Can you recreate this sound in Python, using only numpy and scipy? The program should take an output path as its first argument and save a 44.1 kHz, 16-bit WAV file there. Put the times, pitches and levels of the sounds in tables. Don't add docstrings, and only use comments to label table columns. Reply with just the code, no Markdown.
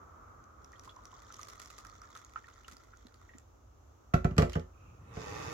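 import sys
import numpy as np
from scipy import signal
from scipy.fft import rfft, irfft
from scipy.io import wavfile
from scipy.ndimage import uniform_filter1d

SR = 44100
rng = np.random.default_rng(int(sys.argv[2]) if len(sys.argv) > 2 else 0)


def store_wav(level_fs):
    pcm = np.round(np.clip(np.atleast_2d(level_fs), -1, 1) * 32767)
    wavfile.write(sys.argv[1], SR, pcm.T.astype(np.int16))


N = 243867
TIME = np.arange(N) / SR

# (frequency [Hz], level [dB])
VENT_COLOUR = [(25, -36.5), (42, -9), (69, -5), (104, -6.5), (169, -31), (235, -20), (520, -24.5),
               (1100, -28.5), (1750, -41), (4750, -47.5), (6200, -38.5), (7200, -41), (8600, -61.5),
               (12000, -50.5), (15500, -53)]
# (time [s], level [dB])
SIMMER_LEVELS = [(0, -56), (2.1, -62), (2.9, -76), (3.6, -72.5), (5.53, -61)]
# (frequency [Hz], level [dB])
SIMMER_COLOUR = [(100, -1), (250, -2.5), (600, -5), (900, -6), (1080, 0.5), (1240, 6.5), (1400, 0.5),
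                 (1650, -13), (2300, -22.5), (4000, -55), (9000, -101.5)]
# (time [s], level [dB], pitch [Hz])
DROPS = [(0.4407, -53, 6100), (0.6453, -43.5, 5700), (0.7193, -50, 6100), (0.7953, -40.5, 5830),
         (0.836, -51, 5940), (0.963, -48.5, 5900), (1.0545, -39, 5770), (1.3245, -39.5, 6030),
         (1.3424, -37, 5630), (1.3673, -42, 6400), (1.414, -39, 6500), (1.4314, -33.5, 5800),
         (1.485, -55, 5700), (1.5, -39, 5600), (1.6587, -39, 5600), (1.7823, -43, 6030),
         (1.8683, -42.5, 5550), (2.017, -44, 5660), (2.151, -43, 3500), (2.1736, -39, 6300),
         (2.2478, -41, 6500), (2.7678, -42.5, 4840), (2.9717, -49, 6400), (3.0689, -44, 4000),
         (3.1423, -48, 4530), (3.3836, -41, 7140)]
# (frequency [Hz], level [dB])
SPATTER_COLOUR = [(500, -2), (2000, 0), (3500, -3), (5000, -1.5), (7000, 1), (8600, -11.5), (11000, -9.5),
                  (15500, -18)]
# (pitch [Hz], width [Hz], level [dB])
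CUP_TONES = [(1230, 480, 10.5), (1900, 520, 3.5), (3480, 630, -8), (443, 500, -3.5)]
# (time [s], level [dB])
FLOW_LEVELS = [(0.62, -76), (0.98, -80), (1.15, -66.5), (1.42, -65.5), (1.95, -70), (2.6, -72.5),
               (2.88, -77.5), (3.4, -81)]
# (frequency [Hz], level [dB])
SPRAY_COLOUR = [(300, -7.5), (1000, -5), (2500, -3.5), (3500, 5), (4700, -2), (5800, 10), (7200, 7.5),
                (8600, -19.5), (11000, -27), (15500, -11)]
# (time [s], level [dB], pitch [Hz])
BUBBLES = [(0.733, -53, 1890), (0.758, -63.5, 3230), (0.876, -47.5, 1046), (0.893, -50, 3380),
           (0.966, -46.5, 1037), (0.989, -50, 1010), (1.129, -46.5, 1027), (1.303, -47, 1350),
           (1.392, -44.5, 1203), (1.787, -48, 1220), (1.85, -45, 1306), (2.018, -47.5, 1257),
           (2.039, -46.5, 1340), (2.151, -49, 1320), (2.161, -43.5, 1300), (2.359, -33.5, 1304),
           (2.375, -47, 1370), (2.442, -52, 1846), (2.481, -49.5, 1404), (2.646, -54, 2880),
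           (2.684, -45.5, 1340), (2.935, -51, 1410), (3.292, -51.5, 1890), (3.336, -54, 1900)]
# (time [s], level [dB])
PLOPS = [(2.724, -44.5), (3.051, -44.5), (3.349, -45)]
# (time [s], level [dB], fade time [s])
SPLASHES = [(0.835, -63.5, 0.48), (1.391, -60, .35), (1.485, -59, 0.099), (1.597, -49, 0.041),
            (1.618, -57.5, 0.31), (1.702, -53.5, 0.032), (1.781, -52, .1), (1.849, -60.5, 0.057),
            (2.152, -57, 0.19), (2.6808, -54.5, 0.1), (2.7132, -56, 0.11), (2.836, -66, 0.075),
            (3.384, -86, 0.073)]
# (time [s], thud [dB], ring [dB], tick [dB], how flat it lands [0-1])
KNOCKS = [(4.1367, -10, -18.5, -48, 0.01), (4.2451, -12, -21.5, -35.5, 0.2), (4.31, -24.5, -42, -49, 0.9),
          (4.366, -24.5, -40, -41, 0.6), (4.381, -8.5, -19.5, -14.5, 1), (4.3928, -17, -24, -41, 1),
          (4.4211, -14, -19.5, -26, 0.5), (4.5542, -19, -27, -37, 0.79), (4.566, -22, -49, -48, 1),
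          (5.168, -29.5, -34, -68, 0.7)]
# (pitch [Hz], level [dB], fade time [s])
BENCH_TONES = [(55.5, -12, 0.61), (82.1, -5, 0.27), (113.3, 6, 0.07), (151.6, 8.5, 0.073),
               (180.7, -6.5, 0.15), (245, -13.5, 0.28)]
# (pitch [Hz], level on its rim [dB], level when flat [dB], fade time [s])
SHELL_TONES = [(363.6, -10.5, -9.5, 0.31), (442, -13, 0.5, 0.15), (475, -10, 4, 0.09),
               (534, -15, -7.5, 0.23), (590, -13, -9.5, 0.19), (689, 5, -1, 0.072), (829, -12.5, -11, 0.18),
               (1110, -4, -16, 0.063), (1208, -22, 14.5, 0.026), (1365, 6.5, -14, 0.059),
               (1495, -10, -23, 0.073), (1780, -28, -4.5, 0.036), (1798, -28, -4, 0.05),
               (2010, -12, -9.5, 0.065), (2300, -12, -37, 0.042), (2610, -6, -40, 0.032),
               (2870, -24, 0.5, 0.026), (3240, -32, -12, 0.048), (3700, -36, -18, 0.033)]
# (frequency [Hz], level [dB])
CLATTER_COLOUR = [(120, -42), (230, -2), (310, -5.5), (450, 18), (700, 3.5), (950, 6), (1350, 11),
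                  (1700, 4), (2500, -3), (4000, -17.5), (7000, -16), (9000, -32.5), (15000, -31)]
# (time [s], level [dB])
LID_TICKS = [(4.141, -24.5), (4.4962, -32.5), (4.521, -40), (4.532, -31.5), (4.596, -43)]
# (frequency [Hz], level [dB])
TICK_COLOUR = [(500, -4), (1300, 13), (2900, 9), (4800, 6.5), (7200, 4), (8600, -9.5), (12000, -7),
               (15500, -17)]
# (time [s], length [s], level [dB], pitch [Hz])
RUBS = [(4.53, 0.013, -46.5, 2970), (4.71, 0.19, -71.5, 2530)]
# (frequency [Hz], level [dB])
GRIND_COLOUR = [(35, -28), (60, -29), (118, 0.5), (171, -7), (215, -20), (305, -8), (443, -16.5),
                (613, -21), (1120, -11.5), (1670, -19.5), (2650, -19), (3190, -20.5), (5840, -20),
                (7300, -23), (8300, -35), (15500, -77)]
# (pitch [Hz], width [Hz], level [dB])
BASE_TONES = [(435, 35, 3), (805, 17, -4), (1135, 14, -4), (1790, 45, -4.5), (2560, 45, -5.5),
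              (3660, 280, -18)]


def undb(db):
    return 10 ** (np.asarray(db) / 20)


def unit(x):
    return x / np.sqrt(np.mean(x ** 2))


def fade(t, t60):
    return np.exp(-np.log(1000) * t / t60)


def swell(start_s, rise_s):
    return 1 - np.exp(-np.maximum(TIME - start_s, 0) / rise_s)


def curve(rows, attack_s=0.0086, release_s=0.039):
    s, db = np.transpose(rows)
    outside = np.maximum(s[0] - TIME, 0) / attack_s + np.maximum(TIME - s[-1], 0) / release_s
    return undb(np.interp(TIME, s, db)) * np.exp(-outside)


def wander(per_second):
    step = int(SR / per_second)
    stairs = np.repeat(rng.standard_normal(N // step + 1), step)
    return unit(uniform_filter1d(stairs, step)[:N])


def add(out, s, sound):
    i = int(s * SR)
    out[..., i:i + sound.shape[-1]] += sound[..., :max(N - i, 0)]


def convolve(x, response):
    return signal.fftconvolve(np.atleast_2d(x), np.atleast_2d(response), axes=-1)[:, :x.shape[-1]]


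def colour(x, points, size=4096):
    hz, db = np.transpose(points)
    grid_hz = np.maximum(np.fft.rfftfreq(size, 1 / SR), 1)
    gains = undb(np.interp(np.log(grid_hz), np.log(hz), db))
    cepstrum = irfft(np.log(gains))
    cepstrum[1:size // 2] *= 2
    cepstrum[size // 2 + 1:] = 0
    response = irfft(np.exp(rfft(cepstrum)))
    return convolve(x, response / np.linalg.norm(response))


def keep(x, hz, kind, order):
    return signal.sosfilt(signal.butter(order, hz, kind, fs=SR, output="sos"), x)


def resonance(x, hz, width_hz):
    return signal.lfilter(*signal.iirpeak(hz, hz / width_hz, fs=SR), x)


def narrow(x, hz, width_hz):
    return resonance(resonance(x, hz, width_hz), hz, width_hz)


def struck_tones(table, left_lag):
    t = TIME[:SR]
    return sum(undb(db) * fade(t, t60) * np.sin(2 * np.pi * hz * t - np.array([[left_lag(hz)], [0]]))
               for hz, db, t60 in table)


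def pan(x, right_db):
    return x * undb(np.array([[-right_db], [right_db]]) / 2)


def wide_noise(shared_hz):
    middle, side = rng.standard_normal((2, N))
    side = keep(side, shared_hz, "high", order=2)
    return np.array([middle + side, middle - side]) / np.sqrt(2)


def crackle(per_second, scatter_db, t60):
    size = undb(scatter_db * np.minimum(rng.exponential(size=N), 3.5))
    hits = rng.random(N) < per_second / SR
    power = convolve(hits * size ** 2, fade(TIME[:SR // 20], t60) ** 2)
    return unit(np.sqrt(np.abs(power)) * rng.standard_normal((2, N)))


def ventilation():
    waver_db = 0.6 * wander(per_second=5)
    air = colour(wide_noise(shared_hz=220), VENT_COLOUR)
    rumble = unit(narrow(rng.standard_normal(N), hz=56, width_hz=29))
    return pan(undb(-58.5 + waver_db) * air + undb(-66) * rumble, right_db=1)


def simmer():
    flicker = undb(1.2 * wander(per_second=40))
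    seethe = colour(wide_noise(shared_hz=340), SIMMER_COLOUR)
    return pan(curve(SIMMER_LEVELS) * flicker * seethe, right_db=0.87)


def drops(snap_db=-11, cup_db=-14):
    out, t = np.zeros((2, N)), TIME[:SR // 20]
    for s, db, hz in DROPS:
        snap = rng.standard_normal((2, len(t))) * fade(t, t60=0.018)
        impact = undb(snap_db) * colour(snap, SPATTER_COLOUR) + undb(cup_db) * cup_air(snap)
        add(out, s, undb(db) * bubble(hz, t60=0.0076, rise=0.0098))
        add(out, s, undb(db) * impact)
    return out


def bubble(hz, t60, rise, swell_cycles=0.76, left_lag_radians=1.03):
    t = TIME[:int(t60 * SR) + 2]
    phase = 2 * np.pi * hz * t * (1 + rise * t / t60)
    loudness = (1 - np.exp(-t * hz / swell_cycles)) * fade(t, t60)
    return loudness * np.sin(phase - np.array([[left_lag_radians], [0]]))


def cup_air(splash):
    return sum(undb(db) * narrow(splash, hz, width) for hz, width, db in CUP_TONES)


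def stream(hollow_db_per_s=3.5):
    flow = curve(FLOW_LEVELS) * undb(1.3 * wander(per_second=22.24))
    spray = crackle(per_second=900, scatter_db=5.5, t60=0.011)
    patter = crackle(per_second=70, scatter_db=3.5, t60=0.008)
    fizz = froth(per_second=520, low_hz=3000, high_hz=7200, cycles=42, range_db=13)
    gurgle = froth(per_second=160, low_hz=1100, high_hz=2100, cycles=18, range_db=9)
    droplets = undb(-0.5) * colour(spray, SPRAY_COLOUR) + undb(-2.5) * colour(patter, SPATTER_COLOUR)
    hollow = unit(cup_air(spray + patter)) + undb(-6.5) * gurgle + undb(-0.5) * filling_note()
    mid_pour_s = np.mean(FLOW_LEVELS, axis=0)[0]
    hollow_gain = undb(2.5 + hollow_db_per_s * (TIME - mid_pour_s))
    return flow * (droplets + undb(-4.5) * fizz + hollow_gain * hollow)


def froth(per_second, low_hz, high_hz, cycles, range_db):
    out = np.zeros((2, N))
    for when, pitch, strength in rng.random((int(per_second * N / SR), 3)):
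        hz = low_hz + (high_hz - low_hz) * pitch
        add(out, when * N / SR, undb(range_db * strength ** 3) * bubble(hz, t60=cycles / hz, rise=0))
    return unit(out)


def filling_note(empty_hz=895, full_hz=1413, width_hz=110):
    hz = empty_hz + (full_hz - empty_hz) * swell(FLOW_LEVELS[0][0], rise_s=0.99)
    splatter = crackle(per_second=200, scatter_db=4, t60=0.01)
    flutter = keep(splatter, width_hz / 2, "low", order=2)
    return unit(flutter * np.sin(2 * np.pi * np.cumsum(hz) / SR))


def bubbles(bubble_t60=0.037, plop_hz=235, plop_t60=0.034, ring_db=5, burble_db=-8.5):
    out, t = np.zeros((2, N)), TIME[:SR // 10]
    rings = [(s, db, hz, bubble_t60) for s, db, hz in BUBBLES]
    rings += [(s, db, plop_hz, plop_t60) for s, db in PLOPS]
    for s, db, hz, t60 in rings:
        burble = narrow(rng.standard_normal((2, len(t))), hz, width_hz=0.5 * hz)
        add(out, s, undb(db + ring_db) * bubble(hz, t60, rise=0.003))
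        add(out, s, undb(db + burble_db) * unit(burble) * fade(t, t60=0.09))
    return out


def splashes(slap_db=3, slap_t60=0.02, spatter_db=1.5, cup_db=2):
    slap, shower = np.zeros(N), np.zeros(N)
    for s, db, t60 in SPLASHES:
        add(slap, s, undb(db + slap_db) * fade(TIME[:SR], slap_t60))
        add(shower, s, undb(db) * fade(TIME[:SR], t60))
    droplets = slap * rng.standard_normal((2, N))
    droplets += shower * crackle(per_second=700, scatter_db=4, t60=0.007)
    return undb(spatter_db) * colour(droplets, SPATTER_COLOUR) + undb(cup_db) * cup_air(droplets)


def knocks(bench_lag_s=0.00463, thud_rise_s=0.0017, ring_rise_s=0.0054):
    out, t = np.zeros((2, N)), TIME[:SR]
    thud = struck_tones(BENCH_TONES, lambda hz: hz / 900) * (1 - np.exp(-t / thud_rise_s))
    thud = pan(thud / np.abs(thud).max(), right_db=1)
    for s, thud_db, ring_db, tick_db, flat in KNOCKS:
        ring = undb(-3.5) * shell(flat) * (1 - np.exp(-t / ring_rise_s))
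        burst = rng.standard_normal((2, SR)) * fade(t, t60=0.081)
        clatter = undb(-9.5) * colour(burst, CLATTER_COLOUR)
        clunk = undb(ring_db) * (ring + clatter) + undb(tick_db) * tick()
        add(out, s, pan(clunk, right_db=3.2))
        add(out, s + bench_lag_s, undb(thud_db) * thud)
    for s, db in LID_TICKS:
        add(out, s, undb(db) * pan(tick(), right_db=4.7))
    return out


def shell(flat):
    detunes = 1 + 0.012 * rng.standard_normal(len(SHELL_TONES))
    tones = [(hz * detune, rim_db + flat * (flat_db - rim_db), t60)
             for (hz, rim_db, flat_db, t60), detune in zip(SHELL_TONES, detunes)]
    return struck_tones(tones, lambda hz: min(hz / 380, 2.1))


def tick():
    t = TIME[:SR]
    crack = rng.standard_normal((2, SR)) * fade(t, t60=0.015)
    hiss = keep(rng.standard_normal((2, SR)), 17000, "low", order=3)
    shiver = undb(-12) * hiss * fade(t, t60=0.083)
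    return undb(-7) * colour(crack + shiver, TICK_COLOUR)


def rubs(width_hz=420, edge_share=0.41):
    out = np.zeros((2, N))
    for s, length_s, db, hz in RUBS:
        edge_s = edge_share * length_s
        contact = swell(s, edge_s) * (1 - swell(s + length_s, edge_s))
        friction = crackle(per_second=900, scatter_db=1.9, t60=0.012)
        out += undb(db) * contact * unit(narrow(friction, hz, width_hz))
    return pan(out, right_db=2.7)


def sway():
    murmur = unit(narrow(rng.standard_normal(N), hz=96, width_hz=66))
    return undb(-51.5) * swell(start_s=4.76, rise_s=0.15) * murmur


def slide(push_s=5.123, half_speed_after_s=0.063, speed_rise_s=0.11, slips_hz=120, jitter=0.14):
    speed = (1 + np.tanh((TIME - push_s - half_speed_after_s) / speed_rise_s)) / 2
    slip_rate = slips_hz * np.exp(jitter * wander(per_second=70))
    slip_phase = np.cumsum(slip_rate) / SR % 1
    slips = np.exp(-slip_phase / 0.2) + 0.42
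    rasp = unit(slips) * wide_noise(shared_hz=370)
    grind = colour(rasp, GRIND_COLOUR)
    ring = unit(sum(undb(db) * resonance(rasp, hz, width) for hz, width, db in BASE_TONES))
    low_grind = unit(keep(grind, 2240, "low", order=2))
    high_grind = unit(keep(grind, 3600, "high", order=3))
    body = speed * (undb(-45) * low_grind + undb(-47) * ring)
    flicker = undb(1.2 * wander(per_second=40))
    bite = undb(-56) * flicker * swell(push_s, rise_s=0.042) * high_grind
    grit = undb(-71) * swell(push_s, rise_s=0.41) * unit(narrow(rasp, hz=8300, width_hz=7300))
    return pan(body + bite + grit, right_db=3)


def echoes(x, t60, level_db, gap_s):
    t = TIME[:SR]
    middle, side = rng.standard_normal((2, SR))
    side = keep(side, 330, "high", order=2)
    tail = np.array([middle + side, middle - side]) * fade(t, t60) * (t > gap_s)
    return undb(level_db) * convolve(x, tail / np.sqrt(np.sum(tail ** 2) / 2))


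def scene():
    water = pan(stream() + drops() + splashes() + bubbles(), right_db=2.6)
    kettle = knocks() + rubs() + slide()
    water += echoes(water, t60=0.086, level_db=-12.5, gap_s=0.013)
    kettle += echoes(kettle, t60=0.21, level_db=-8.5, gap_s=0.0094)
    return water + kettle + simmer() + sway() + ventilation()


def record(dry, bottom_hz=38, top_hz=15900):
    top_cut = signal.ellip(8, 0.2, 70, top_hz, fs=SR, output="sos")
    return signal.sosfilt(top_cut, keep(dry, bottom_hz, "high", order=4))


dry = scene()
out = record(dry)
store_wav(out)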